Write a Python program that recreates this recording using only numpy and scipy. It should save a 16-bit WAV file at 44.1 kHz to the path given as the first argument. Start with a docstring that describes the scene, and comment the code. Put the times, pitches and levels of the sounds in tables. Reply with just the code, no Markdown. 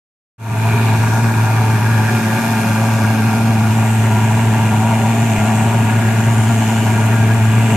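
"""Pulse-jet fogger in a garden

Some way off from a stereo pair of microphones, a fogger is carried slowly along the shrubs.
Its chamber fires about 111 times a second: a deep hum, a ragged bark from the long pipe and a hiss
from the nozzle. Lawn and foliage scatter the sound on its way. It fades in from silence, and the
flame stumbles with one soft thump and two much fainter ones."""
import sys
import numpy as np
from scipy import signal
from scipy.fft import rfft, irfft
from scipy.io import wavfile
from scipy.ndimage import uniform_filter1d

SR = 44100
rng = np.random.default_rng(int(sys.argv[2]) if len(sys.argv) > 2 else 0)


def unload_audio(sound):
    """Save the sound as a 16-bit wav file, at the path given as the first command line argument."""
    columns = np.transpose(np.atleast_2d(sound))
    # keep every value between -1 and 1, then stretch to whole-number steps
    steps = np.round(np.clip(columns, -1, 1) * 32767)
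    wavfile.write(sys.argv[1], SR, steps.astype(np.int16))


N = 342216
TIME = np.arange(N) / SR
FREQS = np.fft.rfftfreq(4096, 1 / SR)

# the fundamental swells and sinks as the pipe moves over the ground: (time [s], level [dB])
HUM_LEVEL = [(0.68, -14), (0.72, -14), (2.0, -14.5), (2.45, -21), (2.81, -16.5), (4.01, -13.5),
             (5.53, -16.5), (5.77, -14), (6.2, -15), (6.38, -12), (6.73, -18), (6.81, -15), (7.54, -12),
             (7.76, -16)]
# the thin whistling edge of the jet: (time [s], pitch [Hz], lift [dB])
WHISTLE = [(.7, 6900, 5), (1.8, 6900, 5), (2.2, 6770, 4), (2.9, 6850, 3), (3.3, 6880, 1), (3.9, 6850, 6),
           (4.35, 7100, -2), (4.7, 6952, 0), (5.35, 6950, 8), (5.8, 6900, 2), (6.2, 6780, 7),
           (6.65, 6950, 8.5), (7.4, 6957, 1), (7.76, 6975, -4)]


def combustion(firing_hz=110.9, hunt_hz=.5, jitter_cycles=.026, uneven_db=0.44):
    """Cycles fired so far and each charge's strength: pipe length sets the rate; no two burn alike."""
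    # the flame races or stumbles: (time [s], length [s], change of rate [Hz])
    surges = [(.77, 0.065, 3), (1.23, 0.17, 3), (1.92, 0.069, 2.5), (2.04, 0.097, -1.57),
              (2.15, 0.051, 2.5), (2.43, .15, 2.5), (2.65, 0.099, -1.4), (2.87, 0.081, 2),
              (3.05, 0.096, -2.5), (3.42, 0.096, 1.35), (4.17, 0.21, -1.5), (4.42, 0.073, 3),
              (4.7, .15, -2), (5.0, .15, 1.73), (5.19, 0.089, 5.5), (5.38, 0.075, -6.5), (5.77, 0.059, 3),
              (6.28, 0.078, 2.5), (6.53, 0.074, 1.98), (7.66, 0.068, 2.5)]
    rate = firing_hz + hunt_hz * wander(1.5, 4) + moments(surges)
    turns = np.cumsum(rate) / SR + jitter_cycles * wander(3, 15) + 1
    charge = gain_of(uneven_db * rng.standard_normal(N)[turns.astype(int)])
    return turns, charge


def hum(turns, left_lead_rad=.15):
    """The gas column swings in and out of the pipe: the firing rate, its octave and a faint twelfth."""
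    # the fundamental drops out for a few cycles: (time [s], length [s], change [dB])
    dips = [(2.19, 0.043, -4.5), (5.387, 0.017, -13)]
    # the octave starts faint and comes up: (time [s], base level [dB])
    octave_level = [(0.5, -29), (0.8, -24), (1.08, -26), (1.28, -20.5), (1.45, -28.5), (1.7, -28),
                    (2.02, -22), (2.4, -23), (3.55, -18), (4.05, -21.5), (4.9, -19.2), (6.05, -21.5),
                    (6.5, -19.5), (7.3, -22), (7.7, -18)]
    first_db = follow(HUM_LEVEL)[0] + moments(dips) + 0.02 + 0.9 * wander(6.3, 15)
    first = gain_of(first_db) * np.exp(2j * np.pi * turns)
    octave_db = follow(octave_level)[0] + 0.44 * hum_sag()  # grows as the fundamental sinks
    # a quarter turn on the octave skews the pressure wave
    octave = gain_of(octave_db + 0.04 + 0.63 * wander(2, 14)) * 1j * np.exp(4j * np.pi * turns)
    twelfth = -gain_of(octave_db - 19) * np.exp(6j * np.pi * turns)
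    wave = np.sqrt(2) * (first + octave + twelfth)
    return np.array([(wave * np.exp(1j * side * left_lead_rad / 2)).real for side in (1, -1)])


def hum_sag():
    """How far the fundamental lies below its usual level, in dB."""
    level, = follow(HUM_LEVEL)
    return np.median(level) - level


def bark(turns, charge, side_on, rasp_db=-26.5):
    """The blasts ring the pipe: a chug at the bottom, a bark in the middle, a rasp on top."""
    # the part that differs between the microphones: (frequency [Hz], gain [dB])
    scatter = [(100, -15), (300, -23), (500, -7), (850, -18), (1300, -8), (1650, -7.5), (1950, -7.5),
               (2400, -8), (3300, 0.5), (7000, 0)]
    # tilt across the pair: (frequency [Hz], left minus right [dB])
    balance = [(200, 0.7), (380, -0.5), (700, 2.5), (1290, 2.5), (2370, 0), (4380, -7), (8090, 0.3),
               (14900, -0.5)]
    # the chug, below the ground dip: (time [s], base level [dB])
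    chug_level = [(.5, -32), (.8, -30), (1.4, -31), (2.15, -29), (2.5, -29.5), (2.85, -31.5), (3.1, -29.5),
                  (3.75, -33.5), (4.3, -31), (5.15, -31.5), (5.7, -29.5), (6.2, -29.5), (6.55, -32),
                  (6.95, -30.5), (7.2, -28.5), (7.42, -33), (7.76, -26)]
    # the bark above it: (time [s], base level [dB])
    bark_level = [(.5, -25), (.8, -23), (1.45, -23), (2.08, -25), (2.45, -25), (3.58, -24.5), (4.4, -25.5),
                  (4.93, -21.5), (5.2, -25), (5.5, -21.5), (6.2, -25.5), (6.9, -23.5), (7.3, -26),
                  (7.68, -26), (7.76, -23)]
    # both microphones share the direct sound; the scattered sound reaches them in opposite phase
    drives = garden(blast(turns, charge)), garden(colour(blast(turns, charge), spectrum(scatter)))
    shared, scattered = pipe_rings(np.array([pipe(drive, side_on) for drive in drives]))
    mics = np.array([colour(shared + side * scattered, side * spectrum(balance) / 2)
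                     for side in (1, -1)])
    bottom, body = below(mics, 505), below(mics, 1080)
    chug = bottom * gain_of(follow(chug_level)[0] + 0.13) / band_rms(shared, 280, 500)
    middle_db = follow(bark_level)[0] - 1 + 0.04 * wander(3.7, 25)
    middle = (body - bottom) * gain_of(middle_db) / band_rms(shared, 560, 1100)
    rasp = (mics - body) * gain_of(rasp_db - 1.5 * side_on) / band_rms(shared, 1100, 2600)
    return chug + middle + rasp


def blast(turns, charge, roar_hz=600, rasp_hz=1950, rasp_lead_cycles=0.1984):
    """Each firing gives a turbulent puff and a steep shock front; its rasp leaves a little early."""
    def firing(cycles, shock):
        puff = evened(0.53 + burst(cycles, .36, 0.24)) * rng.standard_normal(N)
        front = shocks(cycles + .006 * wander(5.2, 40), start=.38)
        return charge * (puff + shock * front)

    sharp = crossover(firing(turns, shock=0.82), firing(turns + rasp_lead_cycles, shock=0.37), rasp_hz)
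    # the large eddies outlast a cycle, so the low end is an even roar
    eddies = 1.5 * rng.standard_normal(N)
    return evened(ground_bounce(crossover(eddies, sharp, roar_hz)))


def pipe(drive, side_on):
    """The resonant pipe, whose colour changes as it turns side on to the microphones."""
    # overall colour of the bark: (frequency [Hz], gain [dB])
    outline = [(30, -45), (70, -38), (110, 4.5), (160, 1.5), (260, 2.5), (320, -4), (600, -4), (880, -3),
               (1300, -9), (1900, -14), (2500, -13), (3100, -24), (5000, -37.5), (9000, -60)]
    # peaks of the pipe and the dip from the ground bounce: (frequency [Hz], width [Hz], gain [dB])
    peaks = [(414, 66, 4.5), (505.2, 70, -15.5), (550, 36, 1.5), (596, 54, -3.5), (695, 69, 2),
             (780, 64, -1.4), (920, 140, 1), (953, 50, 2), (1055, 84, -4.5), (1166, 69, 5),
             (1288, 65, -4.5), (1424, 91, 8.5), (1615, 116, 5), (1774, 77, 3), (1963, 110, -5.5),
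             (2340, 210, 5), (2517, 140, 3), (2560, 90, 0)]
    # what swinging side on adds: (frequency [Hz], width [Hz], gain [dB])
    swung = [(756, 180, 3.5), (1190, 140, -2), (1635, 200, -2), (1904, 120, 5), (2055, 220, 6),
             (2510, 160, -2), (2960, 570, 7)]
    away_db = spectrum(outline) + bumps(peaks)
    return (1 - side_on) * colour(drive, away_db) + side_on * colour(drive, away_db + bumps(swung))


def pipe_rings(x):
    """Three resonances of the pipe drift and swell as it is carried."""
    # each ring, the lowest near the sixth harmonic: (time [s], pitch [Hz], lift [dB])
    lower_ring = [(.6, 672, 5.5), (1.3, 665, -2), (2.1, 670, -2), (2.45, 666, 9), (2.9, 694, 5.5),
                  (3.4, 690, 6), (3.9, 683.6, 4), (4.6, 668.8, -1.5), (5.3, 685, 7), (5.8, 650, -5.5),
                  (6.3, 654, 2.5), (6.8, 675, 1.5), (7.76, 668, -1.5)]
    main_ring = [(.6, 905, 3), (1.3, 895, 4), (1.9, 870, 4), (2.4, 910, 4), (2.9, 835, 4), (3.7, 830, 3.5),
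                 (4.1, 930, 6.5), (4.9, 910, 5.5), (5.4, 854.5, -0.5), (5.75, 930, 4), (6.199, 879.5, 0.5),
                 (7.1, 900, 2.5), (7.76, 910, 3)]
    upper_ring = [(.7, 1630, -2.5), (1.25, 1645, 6), (1.6, 1610, 2.5), (2.05, 1640, 6.5), (2.5, 1620, 5),
                  (3.2, 1610, 6.5), (3.55, 1638, 0.5), (4.5, 1615, 5), (5.2, 1675, 0.5), (6.1, 1650, 6.5),
                  (6.7, 1630, 2), (7.25, 1640, 8), (7.76, 1640, 4)]
    x = ringing(x, lower_ring, width_hz=20, waver_hz=5.2)
    x = ringing(x, main_ring, width_hz=91, waver_hz=12)
    return ringing(x, upper_ring, width_hz=86, waver_hz=10)


def cracks(x):
    """A rich charge goes off harder than the rest and cracks in the pipe's middle range."""
    # hard firings: (time [s], length [s], lift [dB])
    pops = [(1.568, .016, 4), (2.098, .018, 3), (2.391, .018, 4), (3.045, 0.012, 5), (3.295, 0.044, 4),
            (5.9, 0.014, 9.5), (6.941, 0.016, 4.5), (7.131, .016, 4.5), (7.297, .016, 2)]
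    return x + (gain_of(moments(pops)) - 1) * band(x, hz=1500, width_hz=800)


def nozzle(turns, charge, swing, view, base_db=-36.5):
    """The jet hisses in time with the firing; with the mouth in view, each cycle opens with a spit."""
    # the hiss facing away, and side on: (frequency [Hz], gain [dB])
    hiss_away = [(1200, -23), (2500, -9), (3300, 2), (4400, 0.8), (4800, -0.5), (5200, 0.3), (6000, 1.5),
                 (6900, -0.5), (7400, -1), (8600, 0.6), (10000, -2.5), (12400, -1.5), (14500, -5.5)]
    hiss_side = [(1200, -19), (2500, -7.5), (3400, 2.5), (4200, -2), (4950, -5.5), (5700, -1.5),
                 (6900, 2.6), (7800, 2.6), (8600, -1.5), (9500, -0.5), (10900, -6.3), (12500, -4.5),
                 (14500, -6)]
    # colour of the spit: (frequency [Hz], gain [dB])
    spit_colour = [(1200, -29), (2100, 8), (2800, 7.5), (3300, 0.5), (3900, -14), (5300, -21), (6000, -5),
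                   (6400, -1), (6950, -2), (7300, 2), (7800, 1), (9500, -9), (11000, -20), (14500, -15)]
    # the hiss surges or slackens: (time [s], length [s], change [dB])
    surges = [(.5, 0.22, -0.5), (2.15, 0.11, 1), (3.34, .08, 1.5), (3.72, 0.045, 2), (4.48, .06, -0.5),
              (5.24, .06, 0.5), (5.5, 0.12, -0.5), (6.9, .15, 0.5), (7.4, 0.55, 0.5)]
    jets = (3.2 + burst(turns, .2, 0.55)) * rng.standard_normal((2, N))
    hiss = [(1 - swing) * colour(jet, spectrum(hiss_away)) + swing * colour(jet, spectrum(hiss_side))
            for jet in jets]
    hiss = np.array([leaves(mic) for mic in hiss])
    hiss *= gain_of(2) / band_rms(hiss[0], 4000, 14000)
    spit = colour(charge * burst(turns, .15, 0.077) * rng.standard_normal(N), spectrum(spit_colour))
    spit *= gain_of(-6) / band_rms(spit, 4000, 14000)
    whistling = ringing(hiss + view * spit, WHISTLE, width_hz=110, waver_hz=30)
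    # louder with the mouth in view and where the hum is weak
    level_db = base_db + 0.9 * view + 0.29 * hum_sag() + moments(surges)
    return gain_of(level_db + 0.38 * wander(4, 25)) * whistling


def sputter(turns, charge):
    """A short puff early in each cycle rings the mouth of the nozzle."""
    # narrow rings of the mouth: (frequency [Hz], gain [dB])
    mouth = [(4500, -28), (4850, -5), (5080, 4), (5350, -4), (5850, 0), (6300, -2), (6800, 2), (7200, -12),
             (8800, -11), (11000, -28)]
    # heard mostly before the machine swings side on: (time [s], level [dB])
    level = [(.9, -62), (1.1, -50), (1.6, -57), (2.1, -44), (2.85, -42.5), (3.5, -45), (3.95, -60),
             (5.9, -62), (6.6, -52), (7.76, -60)]
    puffs = charge * burst(turns, .08, .16) * rng.standard_normal(N)
    rung = ringing(colour(puffs, spectrum(mouth)), WHISTLE, width_hz=150, waver_hz=30)
    return gain_of(follow(level)[0]) * evened(rung)


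def flares(x):
    """One band of the exhaust after another stands out or sinks as the machine is turned."""
    # passing bands: (time [s], length [s], pitch [Hz], width [Hz], gain [dB])
    bands = [(.7, 0.67, 5000, 800, -5), (.86, .28, 3900, 1200, 4), (.82, 0.29, 2400, 350, 5),
             (1.1, .22, 5900, 800, 3.8), (1.15, 0.35, 7900, 900, 3.5), (1.25, 0.36, 3000, 600, -3),
             (1.65, 0.42, 13000, 900, 1), (2, 0.5, 1900, 140, 4), (2.4, 0.77, 2000, 220, 2),
             (2.3, 1, 3200, 300, 2.5), (2.45, .6, 12000, 2500, 2.5), (2.6, 1.2, 5100, 150, 1.5),
             (2.7, 0.75, 425, 110, -4.5), (2.8, 1.2, 566, 45, 6), (2.95, .3, 6780, 200, 2.5),
             (6.7, .45, 6600, 220, 2.5), (2.7, 0.69, 2700, 200, 2), (2.7, 0.49, 1400, 110, 0.5),
             (3.25, 0.69, 1710, 150, -9), (3.3, .7, 7500, 1200, -1.5), (3.3, 1.4, 800, 80, 0.5),
             (3.92, 0.16, 8200, 600, 4.5), (3.92, 0.21, 12600, 1400, 2.5), (4.3, 0.4, 1200, 90, -5),
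             (4.38, .15, 7300, 1200, 2.5), (5.4, .5, 770, 90, 2.5), (5.6, .18, 7856, 800, 4.5),
             (4.4, 0.44, 1430, 110, -0.5), (7.2, 0.41, 1420, 110, 1), (5.37, .5, 2320, 160, 2),
             (5.7, .6, 3020, 300, 1), (6.14, 0.74, 440, 120, 1), (5.9, 0.44, 2750, 500, 0),
             (6.05, 0.33, 1890, 250, 3), (6.45, .35, 2430, 450, -3.5), (6.65, 0.56, 3000, 250, 4.5),
             (6.4, .2, 9000, 590, 6), (6.55, 0.33, 7600, 900, 2.2), (7.72, .25, 2800, 400, 4.5),
             (7.742, 0.23, 7900, 800, 5)]
    return x + sum((gain_of(db * swell(at, length)) - 1) * band(x, hz, width)
                   for at, length, hz, width, db in bands)


def thumps():
    """The flame stumbles: each time, one heavily damped low swing."""
    # soft thumps: (time [s], pitch [Hz], decay [s], envelope peak [dB])
    stumbles = [(.716, 50, 0.0034, -28), (3.405, 49.95, .004, -36), (5.381, 50, 0.003, -17)]
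    out = np.zeros(N)
    for at, hz, decay, db in stumbles:
        age = np.maximum(TIME - at, 0)
        envelope = age / decay * np.exp(1 - age / decay)
        out -= gain_of(db) * envelope * np.sin(2 * np.pi * hz * age)
    return out


def ground_bounce(x, strength=0.13, delay_s=.006, drift_s=0.00031):
    """A weak echo off the lawn; its path changes as the machine is carried, so the colour phases."""
    return x + strength * delayed(x, delay_s + drift_s * wander(0.19, 0.64))


def leaves(x, strength=0.27, drift_s=.00004):
    """Four glancing echoes whose paths keep changing, so narrow bands of the hiss come and go."""
    delays_s = (.002 * rng.uniform(0.394, 1.6) + drift_s * wander(.3, 1.7) for _ in range(4))
    return x + strength * sum(delayed(x, late) for late in delays_s)


def garden(x, smear_s=.004, tail=0.32, t60_s=0.18, size=8192, places=4):
    """Foliage delays each pitch differently; the trees add a short tail that changes along the walk."""
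    paths = uniform_filter1d(uniform_filter1d(rng.standard_normal(size // 2 + 1), 40), 40)
    delay = smear_s * evened(paths) ** 2
    smear = irfft(np.exp(-2j * np.pi * np.cumsum(delay) * SR / size))
    out = signal.oaconvolve(x, smear)[:N]
    t = np.arange(size) / SR
    walk = TIME / TIME[-1] * (places - 1)
    for place in range(places):
        near = np.cos(np.pi / 2 * np.clip(walk - place, -1, 1))
        echoes = gain_of(-60 * t / t60_s) * rng.standard_normal(size) * (t > .012)
        out += tail * signal.oaconvolve(x * near, echoes / np.linalg.norm(echoes))[:N]
    return out


def air_rumble(level_db=-64):
    """A faint rumble of air, different at each microphone."""
    return gain_of(level_db) * np.array([wander(12, 60), wander(12, 60)])


def burst(turns, start, length):
    """An envelope that jumps once a cycle and dies away; start and length are shares of the cycle."""
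    return evened(np.exp(-((turns - start) % 1) / length))


def shocks(turns, start):
    """One pressure spike each cycle."""
    return evened(np.diff(np.floor(turns - start), prepend=np.floor(turns[0] - start)))


def ringing(x, table, width_hz, waver_hz):
    """Lifts or cuts one moving resonance: its pitch is shifted to zero, smoothed and shifted back."""
    hz, db = follow(table)
    carrier = np.exp(2j * np.pi * np.cumsum(hz + waver_hz * wander(1.7, 6.8)) / SR)
    pole = np.exp(-np.pi * width_hz / SR)
    ring = 2 * (carrier * signal.lfilter([1 - pole], [1, -pole], x / carrier)).real
    return x + (gain_of(db) - 1) * ring


def colour(x, db):
    """A causal filter with the given gain in dB."""
    log_gain = np.log(gain_of(np.r_[db, db[-2:0:-1]]))
    taps = np.fft.ifft(np.exp(np.conj(signal.hilbert(log_gain)))).real
    return signal.oaconvolve(x, taps[:len(db)])[:N]


def spectrum(points):
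    """Gains in dB, joined on a log-frequency axis."""
    hz, db = np.transpose(points)
    return np.interp(np.log(FREQS + 1), np.log(hz), db)


def bumps(rows):
    """Bell-shaped peaks and dips, in dB."""
    return sum(db * .5 ** ((2 * (FREQS - hz) / width) ** 2) for hz, width, db in rows)


def band(x, hz, width_hz):
    """The part of a sound around a frequency."""
    return signal.lfilter(*signal.iirpeak(hz, hz / width_hz, SR), x)


def below(x, hz):
    """The part of a sound under a frequency."""
    return signal.sosfiltfilt(signal.butter(4, hz, fs=SR, output="sos"), x)


def crossover(low, high, hz):
    """One sound below a frequency joined to another above it."""
    return sum(signal.sosfilt(signal.butter(4, hz, kind, fs=SR, output="sos"), x)
               for kind, x in (("low", low), ("high", high)))


def delayed(x, delay_s):
    """A sound arriving late by a changing time."""
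    return np.interp(TIME - delay_s, TIME, x)


def wander(lo_hz, hi_hz, size=4096):
    """Random drift between two rates."""
    hz = np.fft.rfftfreq(size, N / SR / size)
    shape = hz ** 2 / (hz ** 2 + lo_hz ** 2) / np.sqrt(1 + (hz / hi_hz) ** 4)
    drift = evened(irfft(rfft(rng.standard_normal(size)) * shape))
    return np.interp(TIME, np.linspace(0, TIME[-1], size), drift)


def follow(rows):
    """The columns of a curve table at every sample."""
    times, *columns = np.transpose(rows)
    return [np.interp(TIME, times, column) for column in columns]


def swell(at, length):
    """A smooth rise and fall round one moment."""
    return np.exp2(-np.minimum((2 * (TIME - at) / length) ** 2, 20))


def moments(rows):
    """The sum of brief swells."""
    return sum(height * swell(at, length) for at, length, height in rows)


def band_rms(x, lo_hz, hi_hz):
    """The rms level inside one band."""
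    hz = np.fft.rfftfreq(N, 1 / SR)
    return np.sqrt(2 * np.sum(abs(rfft(x)[(hz > lo_hz) & (hz < hi_hz)]) ** 2)) / N


def evened(x):
    """Scales to an rms of one."""
    return x / np.sqrt(np.mean(x ** 2) + 1e-20)


def gain_of(db):
    """Decibels to gain."""
    return 10 ** (np.asarray(db) / 20)


def scene():
    """The fogger some way off in the garden, over a faint rumble of air."""
    # how it is held: (time [s], swing [0 facing away, 1 side on], pipe mouth [0 hidden, 1 in view])
    aim = [(0.4, 0.16, 0.075), (1.8, 0.027, 0.071), (2.3, 0.062, 0.15), (2.85, 0.079, 0.45),
           (3.3, 0.12, 0.15), (3.6, 0.47, 0.2), (3.95, 0.85, 0.82), (4.3, 0.83, 0.83), (4.8, 1, 0.63),
           (5.45, 1, 1), (5.95, 0.9, 0.54), (6.5, 0.8, 0.87), (6.9, 0.68, 0.89), (7.3, 0.93, 0.34),
           (7.76, 1, 0.94)]
    # it drifts a little to the left: (time [s], left minus right [dB])
    pan = [(.4, .1), (4.7, .1), (5.3, .55), (7.76, .55)]
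    turns, charge = combustion()
    swing, view = np.clip(follow(aim), 0, 1)
    exhaust = cracks(bark(turns, charge, side_on=(swing + view) / 2))
    jet = nozzle(turns, charge, swing, view) + sputter(turns, charge)
    fogger = hum(turns) + flares(exhaust + jet) + thumps()
    return fogger * gain_of(np.outer([.5, -.5], follow(pan)[0])) + air_rumble()


def record(dry, start_s=.38, fade_s=0.28, top_hz=14550):
    """Both microphones fade in from silence, and the highest treble is cut."""
    fade = np.clip((TIME - start_s) / fade_s, 0, 1) ** 0.87
    low_pass = signal.firwin(701, top_hz, window=("kaiser", 9), fs=SR)
    return signal.oaconvolve(dry * fade, low_pass[None], "same")


dry = scene()
out = record(dry)
unload_audio(out)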